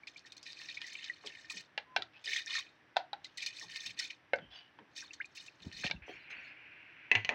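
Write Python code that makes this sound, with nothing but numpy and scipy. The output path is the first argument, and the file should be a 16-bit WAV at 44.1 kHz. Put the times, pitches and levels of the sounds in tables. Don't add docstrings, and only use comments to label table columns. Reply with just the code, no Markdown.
import sys
import numpy as np
from scipy import signal
from scipy.fft import rfft, irfft, next_fast_len
from scipy.io import wavfile
from scipy.ndimage import uniform_filter1d

SR = 44100
rng = np.random.default_rng(int(sys.argv[2]) if len(sys.argv) > 2 else 0)


def wav_record(signal):
    frames = np.transpose(np.atleast_2d(signal))
    bounded = np.clip(frames, -1, 1)
    quanta = np.round(bounded * 32767).astype(np.int16)
    wavfile.write(sys.argv[1], SR, quanta)


N = 323694
T = np.arange(N) / SR

# [t/s, swell/s, hold/s, t60/s, patter level/dB, bubbles re patter/dB, tilt/(dB/octave)]
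POURS = [(0.447, 0.013, 0.044, 0.11, -53, -30, 0), (0.554, 0.024, 0.15, .12, -54, -11.5, 0),
         (0.801, 0.0089, 0.29, 0.3, -57, 2, 1), (1.222, 0.038, 0.055, 0.76, -61.5, 4.5, 3),
         (1.48, 0.021, 0.11, 0.1, -58, -1, 7.5), (2.244, 0.037, 0.11, 0.15, -41, -3, 0),
         (2.466, 0.064, 0.046, 0.2, -39, -5, -2), (3.368, 0.062, 0.026, 0.32, -44, -19, -3.5),
         (3.528, 0.045, 0.065, 0.18, -51.5, -12, 2), (3.68, 0.022, 0.21, 0.085, -53.5, 0, 4),
         (3.965, 0.026, 0.067, 0.13, -47, -6.5, 1), (4.95, 0.019, 0.024, 0.29, -50, -5, 5.5),
         (5.347, 0.0077, 0.023, 0.37, -54.5, -6.5, 9), (5.617, 0.0044, 0.058, 0.15, -64, -7, 5),
         (5.723, 0.006, 0.1, 0.12, -50.5, -9.5, 0.5), (5.837, 0.0054, 0.025, 0.1, -37.5, -12.5, -5.5)]
# [t/s, level/dB, tilt/(dB/octave)]
CLUMPS = [(0.07, -40, -3), (0.167, -46, 1), (0.256, -47.5, 1), (0.318, -53.5, 8.5), (0.366, -49.5, 6.5),
          (0.462, -38.5, -4), (.509, -50, 4), (0.686, -40.5, -12), (0.742, -42.5, 1), (0.769, -42, -9),
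          (0.864, -43, 5.5), (.929, -48.5, 14), (1.038, -40, -7), (1.26, -40.5, 3), (1.29, -48, -3),
          (1.373, -52, -2), (1.4975, -35, 4.5), (1.504, -38, 5), (1.568, -38, -3.5), (2.24, -38, 5),
          (2.329, -34, 2.5), (2.36, -41, 20), (2.471, -39.5, -2), (2.55, -34.5, -1), (2.584, -39, 11),
          (3.247, -58, -2), (3.372, -37.5, 4.5), (3.42, -35.5, 5), (3.4615, -33.5, 7), (3.758, -41.5, 5.5),
          (3.8038, -40, 4), (3.859, -34, 2), (3.989, -31, 4), (4.038, -38.5, 3), (4.103, -39.5, -5),
          (5.132, -44.5, 2), (5.25, -55, 9), (5.374, -40, -6), (5.461, -50, 4)]
# [t/s, peak level/dB, f/Hz at the start]
BUBBLES = [(0.033, -46.5, 2270), (0.073, -34, 2474), (0.16, -43.5, 2340), (0.249, -45, 1820),
           (0.483, -49, 1816), (.507, -44, 3620), (.598, -41.5, 1817), (0.647, -44.5, 1780),
           (.685, -39, 2460), (0.71, -33.5, 2505), (0.77, -39, 2240), (0.815, -33.5, 2470),
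           (0.841, -37, 1910), (.873, -41, 1860), (0.951, -37, 2310), (.986, -39, 2580), (1.028, -41, 3000),
           (1.054, -41, 3830), (1.097, -26, 1895), (1.321, -45, 2600), (1.37, -42, 1823),
           (1.445, -43.5, 1790), (1.508, -42.5, 1860), (2.257, -30, 4880), (2.263, -37, 2950),
           (2.274, -29, 1830), (2.305, -35, 3470), (2.331, -31.5, 2220), (2.346, -32, 1810),
           (2.361, -24, 1846), (2.389, -38, 3700), (2.403, -37, 1880), (2.418, -35.5, 3710),
           (2.466, -35.5, 1760), (2.473, -40.5, 3660), (2.499, -37, 3330), (2.553, -24, 1805),
           (2.584, -33, 3660), (3.252, -49, 2004), (3.381, -38, 1910), (3.404, -31.5, 3260),
           (3.426, -27.5, 2435), (3.469, -30.5, 2440), (3.612, -36, 1830), (3.759, -30, 4640),
           (3.759, -38, 1800), (3.995, -28.5, 1863), (4.019, -39, 3790), (4.099, -44, 2310),
           (4.963, -33.5, 4480), (5.107, -35.5, 2567), (5.244, -36, 2470), (5.371, -40.5, 2620),
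           (5.398, -44, 3600), (5.482, -35.5, 2540), (5.834, -37, 1560), (5.91, -30.5, 2264),
           (5.962, -46, 2630)]
# [t/s, peak level/dB after the treble cut, centre f/Hz]
STRIKES = [(0.0718, -37.5, 2580), (0.1934, -46.5, 4170), (0.3214, -37, 3660), (.429, -42, 4640),
           (0.531, -36, 3850), (0.5815, -50, 2370), (0.616, -38.5, 2400), (0.7, -36, 3600),
           (0.8167, -28.5, 2700), (0.955, -37, 2430), (0.988, -47, 2580), (1.0308, -41, 3020),
           (1.043, -34, 3340), (1.2388, -46, 1100), (1.272, -31, 2950), (2.2586, -34, 2980),
           (2.333, -27.5, 2400), (2.364, -29, 2980), (2.4611, -34, 5260), (2.5902, -29.5, 3730),
           (3.245, -37, 3640), (3.267, -46, 3600), (3.462, -26, 4240), (3.597, -33, 5230),
           (3.7598, -32, 1960), (3.866, -33, 2660), (4.3597, -46, 4470), (5.603, -49, 2470),
           (5.7155, -41, 2550), (5.8357, -31, 1650), (5.8495, -27, 2330), (5.865, -25, 2600),
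           (5.8998, -32.5, 2570)]
# [t/s, peak level/dB, f/Hz, length/s (half the t60)]
THUDS = [(1.236, -47.5, 450, 0.05), (1.536, -56, 242, 0.042), (1.968, -56, 138, 0.053),
         (1.975, -47.5, 473, 0.035), (2.263, -56, 420, 0.049), (3.61, -56.5, 420, 0.04),
         (3.648, -57, 128, 0.024), (3.844, -58.5, 130, 0.087), (4.369, -52.5, 167, 0.079),
         (4.439, -60, 71, 0.078), (4.788, -55.5, 267, 0.05), (5.603, -57.5, 110, .03),
         (5.644, -51, 332, .03), (5.663, -43, 255, 0.0079), (5.719, -56.5, 80, 0.069),
         (5.781, -55, 200, 0.054), (5.842, -33.5, 504, 0.0092), (5.896, -44, 610, 0.011),
         (5.898, -47.5, 169, 0.018), (5.928, -45, 139, 0.041), (6.08, -41, 597, 0.0051),
         (6.093, -38, 394, 0.0068), (6.129, -62, 100, 0.047), (6.36, -62.5, 105, 0.044),
         (7.113, -37.5, 330, .013), (7.135, -43, 395, 0.055), (7.225, -53, 121, 0.09),
         (7.289, -37, 620, 0.064), (7.321, -45.5, 288, 0.035)]
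# [t/s, length/s, peak level/dB, centre f/Hz]
GURGLES = [(1.239, .04, -61, 900), (1.504, 0.0093, -49, 1114), (2.487, .035, -52, 1190),
           (2.538, 0.063, -44, 1300), (3.621, .025, -52.5, 1000), (5.02, .008, -43.5, 1680),
           (5.035, 0.0074, -55, 1030)]
# [t/s, peak level/dB, hollow note f/Hz, tuning ratio of the wall modes,
# hollow note level/dB, middle level/dB, treble level/dB, rim note f/Hz, rim note level/dB]
KNOCKS = [(1.777, -23.5, 860, 1.164, -10.5, -4.5, 1.5, 2763, 8),
          (1.963, -14.5, 730, 1.06, -0.5, 0, 8, 2370, 4.5),
          (2.021, -26, 730, 0.92, -25, -0.5, 16.5, 3920, -10.5),
          (2.961, -31.5, 854, 0.82, 22, 2, -1, 2680, 1), (2.967, -15.5, 726, 0.87, 17, 5, 9.5, 2680, 7),
          (3.131, -25, 800, 0.93, 9, 1.5, 4, 3876, 7), (4.334, -14.5, 547, 1.04, 2, -1, -8.5, 2180, 1),
          (4.386, -39, 515, 1.03, 7, 2, -6, 3380, 0), (4.788, -40, 1055, 1.25, 10, -4, -6.5, 3070, 6),
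          (5.911, -24, 444, 1.1, -22, -5.5, 9, 3620, -2.5)]
# [t/s, hold/s, level/dB]
SLIDES = [(2.117, 0.011, -62.5), (3.223, 0.026, -67), (4.495, 0.042, -57)]
# [t/s, peak level/dB, length/s (half the t60), f/Hz]
SQUEAKS = [(2.135, -51, 0.056, 2600), (3.24, -46, 0.018, 4130), (4.4, -53.5, 0.085, 3130),
           (4, -48, .045, 1520), (4.51, -48.5, 0.053, 3400), (4.535, -49, 0.12, 2950),
           (4.515, -61, .04, 5200), (4.545, -54, 0.082, 4670), (4.54, -68, 0.049, 6300)]
# [t/s, peak level/dB, f/Hz, t60/s]
BOOMS = [(5.657, -43, 87.5, .09), (5.668, -39.5, 150, 0.026), (5.847, -35, 175, 0.021),
         (5.85, -51, 70, .06), (5.943, -46.5, 62, 0.09), (6.012, -52, 65, .08), (7.149, -39.5, 106.3, 0.2)]
# [t/s, peak level/dB, length/s (half the t60), f/Hz]
SCRAPES = [(6.06, -61, 0.065, 5980), (6.08, -47, 0.053, 3190), (6.085, -55, 0.089, 4380),
           (6.115, -68, .05, 6750), (6.135, -62, .04, 5510), (6.19, -57, 0.08, 4100),
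           (6.21, -64, .04, 4800), (6.298, -58, 0.042, 6370), (6.299, -52.5, .04, 4110),
           (6.3, -62, 0.026, 5160), (6.345, -58.5, 0.084, 4480), (6.385, -67, 0.08, 5800),
           (6.42, -71, 0.065, 6750), (6.435, -54.5, 0.079, 4370), (6.47, -62.5, .05, 5020)]
# [t/s, peak level/dB, lower note f/Hz, upper note f/Hz, treble level/dB, body level/dB]
CLINKS = [(7.115, -9.5, 2020, 2610, -13.5, -11.5), (7.1524, -13, 2505, 2785, -15.5, -10.5),
          (7.248, -22, 2790, 2970, -6, -9.5), (7.2918, -13, 1840, 2356, -8.5, -6)]

# [f/Hz, level/dB, t60/s]
CAVITY = [(1835, -11.5, 0.075), (2466, -12, 0.068), (3054, 0, 0.012), (3730, -10.5, 0.04),
          (4310, -5.5, 0.028), (5400, -11.5, 0.062)]
# [ratio to the note, level/dB, t60/s]
BOWL_HOLLOW = [(0.922, -8.5, 0.046), (1.026, 1.5, 0.027), (1.244, -5, 0.03), (1.0, -11, 0.15)]
# [f/Hz, level/dB, t60/s]
BOWL_WALL = [(1454, 3, 0.047), (1587, -6.5, 0.055), (2070, -5.5, 0.052), (2598, -2.5, 0.029),
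             (2848, -6, 0.017), (3760, -9.5, 0.018), (4013, -18.5, 0.012)]
# [f/Hz, level/dB, t60/s]
POT = [(704, -9, .15), (855, 7.5, .12), (1054, 12.5, 0.18), (1340, -14, .22), (1575, 5.5, 0.23),
       (1820, -4, .17), (2000, 16.5, .19), (2350, -3, .17), (2540, 5, 0.24), (2760, 3, .14),
       (3300, -12, .06), (4170, -11.5, .05), (6350, -12, .035)]

# [f/Hz, level/dB]
ROOM_COLOUR = [(18, -61.5), (30, -23), (124, -3.5), (227, -9.5), (303, -1), (404, -9), (1390, -9),
               (1540, -7), (1670, -4.5), (3060, -14.5), (3980, -22), (4300, -24.5), (5900, -25.5),
               (6380, -37.5), (16000, -50.5)]
PATTER_COLOUR = [(530, -44), (900, -31), (1080, -44.5), (1600, -25.5), (1730, -31), (1830, -4), (2120, -12),
                 (2420, -4.5), (2730, -14), (3730, -5.5), (4740, -6), (6000, -12), (7310, -22.5),
                 (8700, -28), (10600, -35.5), (13000, -45.5), (16000, -32.5)]
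KNOCK_COLOUR = [(150, -36), (450, -1.5), (750, 4), (1150, 5.5), (1600, 9.5), (2700, 0), (4000, -1.5),
                (6000, -22.5), (9000, -51), (15000, -116.5)]
SLIDE_COLOUR = [(400, -22), (730, 2.5), (1250, -10), (1490, 2), (2200, -4), (3100, 6.5), (3900, -3),
                (4500, -7.5), (5100, -6), (5900, -18), (7000, -40), (12000, -50)]
HISS_COLOUR = [(180, -14.5), (300, -6), (328, -19), (402, -10.5), (1030, -7), (1250, -8.5), (1530, 6),
               (1850, 5.5), (2400, 11.5), (2750, 8), (3200, -5.5), (3910, -18), (4270, -16), (6530, -48),
               (10000, -76), (13000, -91.5), (22000, -120)]
CLINK_COLOUR = [(30, -60), (170, -13), (400, -1), (1050, 1), (1320, -12.5), (1750, 1.5), (2700, 10),
                (3700, -1), (4300, 4), (5200, -10), (6300, -4), (8500, -37), (15000, -90)]

PATTER_BANDS_HZ = np.geomspace(1700, 13600, 10)
MOTTLE_DB = 3.1

ROOM_DB, RUMBLE_HZ, RUMBLE_DB, RUMBLE_WAVER_DB = -66.5, 108, -87, 4.5
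TRICKLE_DB, TRICKLE_S = -66, 0.15
HEAVY_DB = -38
LOW_BUBBLE_DB = -27
CLUMP_ATTACK_S, CLUMP_T60_S = 0.003, 0.084
BUBBLE_REF_HZ, BUBBLE_T60_S, BUBBLE_DAMPING, BUBBLE_RISE = 2000, 0.018, 0.98, 0.057
DRIP_S, DRIP_DB, DRIP_HZ, DRIP_T60_S, DRIP_RISE = 5.2, -30.5, 1450, .031, 1.9
THUD_OCTAVES = 0.89
GURGLE_OCTAVES, GURGLE_T60_S = 0.53, 0.015
THIN_START_S, THIN_SWELL_S, THIN_HZ, THIN_DB = 1.85, .108, 1020, -54.5
SLIDE_SWELL_S, SLIDE_T60_S = 0.036, 0.38
STIR_S, STIR_DB, STIR_FADE_DB_PER_S = 6.02, -55, 2
SURGE_S, SURGE_DB, SURGE_T60_S = 6.301, -45.5, 0.95
CLANK_T60_S = .045
CLANK_DB, POT_DB = -6.5, -17
TOP_HZ = 15850


def undb(db):
    return 10 ** (np.asarray(db) / 20)


def unit(x):
    return x / np.sqrt(np.mean(x ** 2))


def peak(x, db):
    return x * undb(db) / np.abs(x).max()


def fade(t, t60):
    return np.exp(-np.log(1000) * t / max(t60, 1e-4))


def envelope(start, swell, hold, t60):
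    t = T - start
    return np.clip(t / max(swell, 1e-4), 0, 1) * fade(np.maximum(t - swell - hold, 0), t60)


def add(out, s, x):
    i = int(np.clip(s * SR, 0, N - 1))
    out[i:i + len(x)] += x[:N - i]


def colour(x, points):
    size = next_fast_len(len(x) // 2 + 2048) * 2
    hz, db = np.transpose(points)
    log_hz = np.log(np.fft.rfftfreq(size, 1 / SR) + 1)
    gain = undb(np.interp(log_hz, np.log(hz), db))
    cepstrum = irfft(np.log(gain))
    cepstrum[1:size // 2] *= 2
    cepstrum[size // 2 + 1:] = 0
    return irfft(rfft(x, size) * np.exp(rfft(cepstrum)))[:len(x)]


def ring(modes):
    t = T[:SR // 4]
    return sum(undb(db) * fade(t, t60) * np.sin(2 * np.pi * hz * t) for hz, db, t60 in modes)


def bubble(hz, t60, rise, swell=0.13, bend=0.74):
    t = T[:int(t60 * SR) + 2]
    pitch = hz * 2 ** np.minimum(rise * (t / t60) ** bend, 2)
    onset = (1 - np.exp(-t / (swell * t60))) ** 2
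    return fade(t, t60) * onset * np.sin(2 * np.pi * np.cumsum(pitch) / SR)


def ticks(per_s, scatter_db):
    hit = rng.random(N) < per_s / SR
    size = undb(scatter_db * np.minimum(rng.exponential(size=N), 4))
    return hit * rng.choice([-1, 1], N) * size


def fizz(low_hz, high_hz, cycles, scatter_db, count):
    out = np.zeros(N)
    for when, size, loud, life in rng.random((count, 4)):
        hz = low_hz * (high_hz / low_hz) ** size
        gain = undb(-scatter_db * np.log(loud + .02))
        add(out, when * T[-1], gain * bubble(hz, cycles * (.5 + life) / hz, .08))
    return out


def lumpy(rate, depth_db, t=T):
    knots = np.cumsum(rng.exponential(1 / rate, 4000))
    heights = np.clip(rng.standard_normal(4000), -2, 2)
    return unit(undb(depth_db * np.interp(t, knots, heights)))


def steady(x, span_s):
    local_power = np.abs(uniform_filter1d(x ** 2, int(span_s * SR)))
    return x / np.sqrt(local_power + 0.056 * np.mean(x ** 2))


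def mottle(x, tilt):
    size = next_fast_len(N)
    spectrum, out = rfft(x, size), 0
    log_hz = np.log(np.fft.rfftfreq(size, 1 / SR) + 1)
    for hz, own in zip(PATTER_BANDS_HZ, np.eye(len(PATTER_BANDS_HZ))):
        band = irfft(spectrum * np.interp(log_hz, np.log(PATTER_BANDS_HZ), own), size)[:N]
        octaves = min(np.log2(hz / 3500), 1.5)
        out = out + band * lumpy(rate=190, depth_db=MOTTLE_DB) * undb(tilt * octaves)
    return out


def in_pot(x, ring_db, dense_db):
    weak = [(1600 + 70 * (k + place), 8 * loud, .035)
            for k, (place, loud) in enumerate(rng.random((95, 2)))]
    signs = rng.choice([-1, 1], len(weak))
    walls = sum(sign * ring([mode]) for sign, mode in zip(signs, weak))
    rung = unit(signal.fftconvolve(x, ring(CAVITY))[:N])
    dense = unit(signal.fftconvolve(x, walls)[:N])
    return unit(unit(x) + undb(ring_db) * rung + undb(dense_db) * dense)


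def crack(t60, tail_db, tail_t60):
    t = T[:SR // 4]
    return rng.standard_normal(len(t)) * (fade(t, t60) + undb(tail_db) * fade(t, tail_t60))


def damped(x, left):
    return x * np.interp(T[:len(x)], [.011, .016], [1, left])


def rubs(table, ring_t60, rasp_db):
    out, t = np.zeros(N), T[:SR // 2]
    for s, db, length, hz in table:
        swell = t * fade(t, 2 * length)
        rub = lumpy(rate=100, depth_db=2.5, t=t) * rng.standard_normal(len(t)) * swell
        sung = unit(signal.fftconvolve(rub, ring([(hz, 0, ring_t60)]))[:len(t)])
        band = [(hz / 3, -25), (hz * 0.58, 0), (hz * 1.05, 0), (hz * 2.0, -28)]
        add(out, s, peak(colour(sung + undb(rasp_db) * unit(rub), band), db))
    return out


def background():
    band = [(RUMBLE_HZ / 4, -20), (RUMBLE_HZ, 0), (RUMBLE_HZ * 2, -10), (RUMBLE_HZ * 10, -50)]
    rumble = unit(colour(rng.standard_normal(N), band))
    rumble = lumpy(rate=19.0, depth_db=RUMBLE_WAVER_DB) * rumble
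    room = unit(colour(rng.standard_normal(N), ROOM_COLOUR))
    return undb(ROOM_DB) * room + undb(RUMBLE_DB) * rumble


def rice():
    power, deep, bright = np.zeros((3, N))
    for s, swell, hold, t60, db, bubble_db, tilt_db in POURS:
        gain = undb(db) * envelope(s, swell, hold, t60)
        power += gain ** 2
        bright += tilt_db * gain ** 2
        deep += gain * undb(bubble_db)
    t = T[:SR // 4]
    for s, db, tilt_db in CLUMPS:
        gain = undb(db) * fade(t, CLUMP_T60_S) * (1 - np.exp(-t / CLUMP_ATTACK_S))
        add(power, s, gain ** 2)
        add(bright, s, tilt_db * gain ** 2)
    falling = np.sqrt(power)
    tilt = bright / (power + undb(TRICKLE_DB) ** 2)
    trickle = uniform_filter1d(np.minimum(falling, undb(TRICKLE_DB)), int(TRICKLE_S * SR))
    weight = falling + trickle
    heavy = np.clip(weight / undb(HEAVY_DB), 0, 1)

    impacts = unit(ticks(3000 + 4000 * heavy, scatter_db=3.5))
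    spray = unit(fizz(2400, 9500, cycles=21, scatter_db=4.0, count=4600))
    patter = in_pot(impacts + undb(-3.5) * spray, ring_db=-8.0, dense_db=-1.5)
    patter = mottle(steady(colour(patter, PATTER_COLOUR), 0.037), tilt)

    bubbles = in_pot(fizz(1700, 3000, cycles=18, scatter_db=4.4, count=2600), ring_db=11.0, dense_db=7.5)
    bubbles = colour(bubbles, [(1200, -10.0), (1750, -2.5), (3200, -3), (6000, -24.0), (10000, -37.0)])
    low = unit(fizz(1100, 1640, cycles=69, scatter_db=7.0, count=500))
    low = undb(LOW_BUBBLE_DB) * heavy * low

    lumps = lumpy(rate=130, depth_db=2.6) ** (1 - .7 * heavy)
    return lumps * (weight * patter + deep * (steady(bubbles, 0.065) + low))


def plops():
    out = np.zeros(N)
    for s, db, hz in BUBBLES:
        t60 = BUBBLE_T60_S * (BUBBLE_REF_HZ / hz) ** BUBBLE_DAMPING
        add(out, s, peak(bubble(hz, t60, BUBBLE_RISE, swell=0.22), db))
    drip = bubble(DRIP_HZ, DRIP_T60_S, DRIP_RISE, swell=0.26, bend=1.3)
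    add(out, DRIP_S, peak(drip, DRIP_DB))
    out = colour(out, [(3000, -1.5), (5000, -5), (8000, -13)])
    out = out + .45 * np.roll(out, int(.0014 * SR))
    return np.std(out) * in_pot(out, ring_db=-3.5, dense_db=-4.5)


def strikes():
    out = np.zeros(N)
    for s, db, hz in STRIKES:
        band = [(hz / 5, -35), (hz / 1.0, -9), (hz, 0), (hz * 1.28, -8), (hz * 3, -32), (hz * 6, -50)]
        tick = colour(crack(0.0054, -12.0, 0.08), band)
        add(out, s, peak(colour(tick, [(6000, -2.5), (11000, -18.5)]), db))
    return out


def thuds():
    out, t, width = np.zeros(N), T[:SR // 2], THUD_OCTAVES
    for s, db, hz, length in THUDS:
        push = rng.standard_normal(len(t)) * t * fade(t, 2 * length)
        below = [(hz / 24 ** width, -55), (hz / 8 ** width, -37), (hz / 2 ** width, -5)]
        above = [(hz * 2 ** width, -7), (hz * 8 ** width, -38), (hz * 64 ** width, -75)]
        add(out, s, peak(colour(push, below + [(hz, 0)] + above), db))
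    return out


def gurgles():
    out = np.zeros(N)
    for s, length, db, hz in GURGLES:
        cluster = np.zeros(N)
        for k, (when, size, loud) in enumerate(rng.random((7, 3))):
            pitch = hz * 2 ** (GURGLE_OCTAVES * (size - .5))
            pop = (.5 + loud) * bubble(pitch, GURGLE_T60_S, BUBBLE_RISE)
            add(cluster, length * (k + when) / 7, pop)
        add(out, s, peak(cluster[:SR // 4], db))
    return out


def knocks():
    out, t = np.zeros(N), T[:SR // 4]
    contact = np.minimum(t / .0015, 1)
    body = [(60, -4.5), (350, -13.5), (520, -5.0), (900, 0.5), (1150, -14), (1400, -4.5),
            (6000, 1.5), (10000, 5.5)]
    for s, db, note_hz, tuning, hollow_db, middle_db, treble_db, rim_hz, rim_db in KNOCKS:
        hollow = ring([(note_hz * ratio, mode_db + hollow_db, t60) for ratio, mode_db, t60 in BOWL_HOLLOW])
        wall_modes = [(hz * tuning, mode_db, t60) for hz, mode_db, t60 in BOWL_WALL]
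        wall = ring(wall_modes + [(rim_hz, rim_db, .025)])
        hardness = [(900, 0.0058), (1500, middle_db), (2400, 0.0066), (3700, treble_db)]
        modes = colour(hollow + wall, hardness)
        rattle = colour(colour(crack(0.0052, -23, 0.15), KNOCK_COLOUR), hardness)
        hit = damped(contact * (unit(modes) + undb(-2) * unit(rattle)), .5)
        add(out, s, peak(colour(hit, body), db))
    return out


def thin_tone():
    swell = envelope(THIN_START_S, THIN_SWELL_S, 0, .03)
    return undb(THIN_DB) * swell * np.sin(2 * np.pi * THIN_HZ * T)


def slides():
    rustle = unit(colour(ticks(5000, scatter_db=7.5), SLIDE_COLOUR))
    return rustle * sum(undb(db) * envelope(s, SLIDE_SWELL_S, hold, SLIDE_T60_S) for s, hold, db in SLIDES)


def squeaks():
    return rubs(SQUEAKS, ring_t60=0.049, rasp_db=-7)


def booms():
    out = np.zeros(N)
    for s, db, hz, t60 in BOOMS:
        add(out, s, peak(bubble(hz, t60, 0, swell=0.072), db))
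    return out


def hiss():
    since = T - STIR_S
    gain = undb(STIR_DB - STIR_FADE_DB_PER_S * since) * np.clip(since / 0.0024, 0, 1)
    surge = undb(SURGE_DB) * envelope(SURGE_S, 0.0019, 0, SURGE_T60_S)
    water = unit(colour(ticks(7000, scatter_db=1.5), HISS_COLOUR))
    return np.hypot(gain, surge) * lumpy(rate=45, depth_db=1.1) * water


def scrapes():
    return rubs(SCRAPES, ring_t60=0.03, rasp_db=3.5)


def spoon():
    out = np.zeros(N)
    for s, db, low_hz, high_hz, treble_db, body_db in CLINKS:
        clank = ring([(low_hz, 0, CLANK_T60_S), (high_hz, 2.5, CLANK_T60_S)])
        contact = crack(0.024, -16, 0.25)
        contact[0] += 7
        contact = colour(contact, CLINK_COLOUR)
        pot = ring(POT) * lumpy(rate=120, depth_db=1.5, t=T[:SR // 4])
        hit = damped(peak(clank, CLANK_DB) + peak(contact, 0), 0.82) + peak(pot, POT_DB)
        add(out, s, peak(colour(hit, [(800, body_db), (2300, 0.011), (4500, treble_db)]), db))
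    return out


def kitchen(x, wet_db, t60):
    t = T[:SR // 2]
    tail = rng.standard_normal(len(t)) * fade(t, t60) * (1 - np.exp(-t / 0.0055))
    tail = colour(tail, [(200, 12.0), (1500, 9.0), (4000, -5.0), (9000, -24.5)])
    return x + undb(wet_db) * signal.fftconvolve(x, tail / np.linalg.norm(tail))[:N]


def scene():
    water = kitchen(rice() + plops() + gurgles() + strikes(), wet_db=-19.5, t60=0.046)
    bowl = kitchen(knocks(), wet_db=-20, t60=0.19)
    pot = kitchen(spoon() + scrapes() + thuds(), wet_db=-14.5, t60=0.14)
    sliding = slides() + squeaks()
    return (water + bowl + pot + booms() + sliding + thin_tone() + hiss() + background())[None]


def record(dry):
    bass_cut = signal.butter(3, 36, "high", fs=SR, output="sos")
    top_cut = signal.ellip(10, .2, 70, TOP_HZ, fs=SR, output="sos")
    return signal.sosfilt(top_cut, signal.sosfilt(bass_cut, dry))


dry = scene()
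out = record(dry)
wav_record(out)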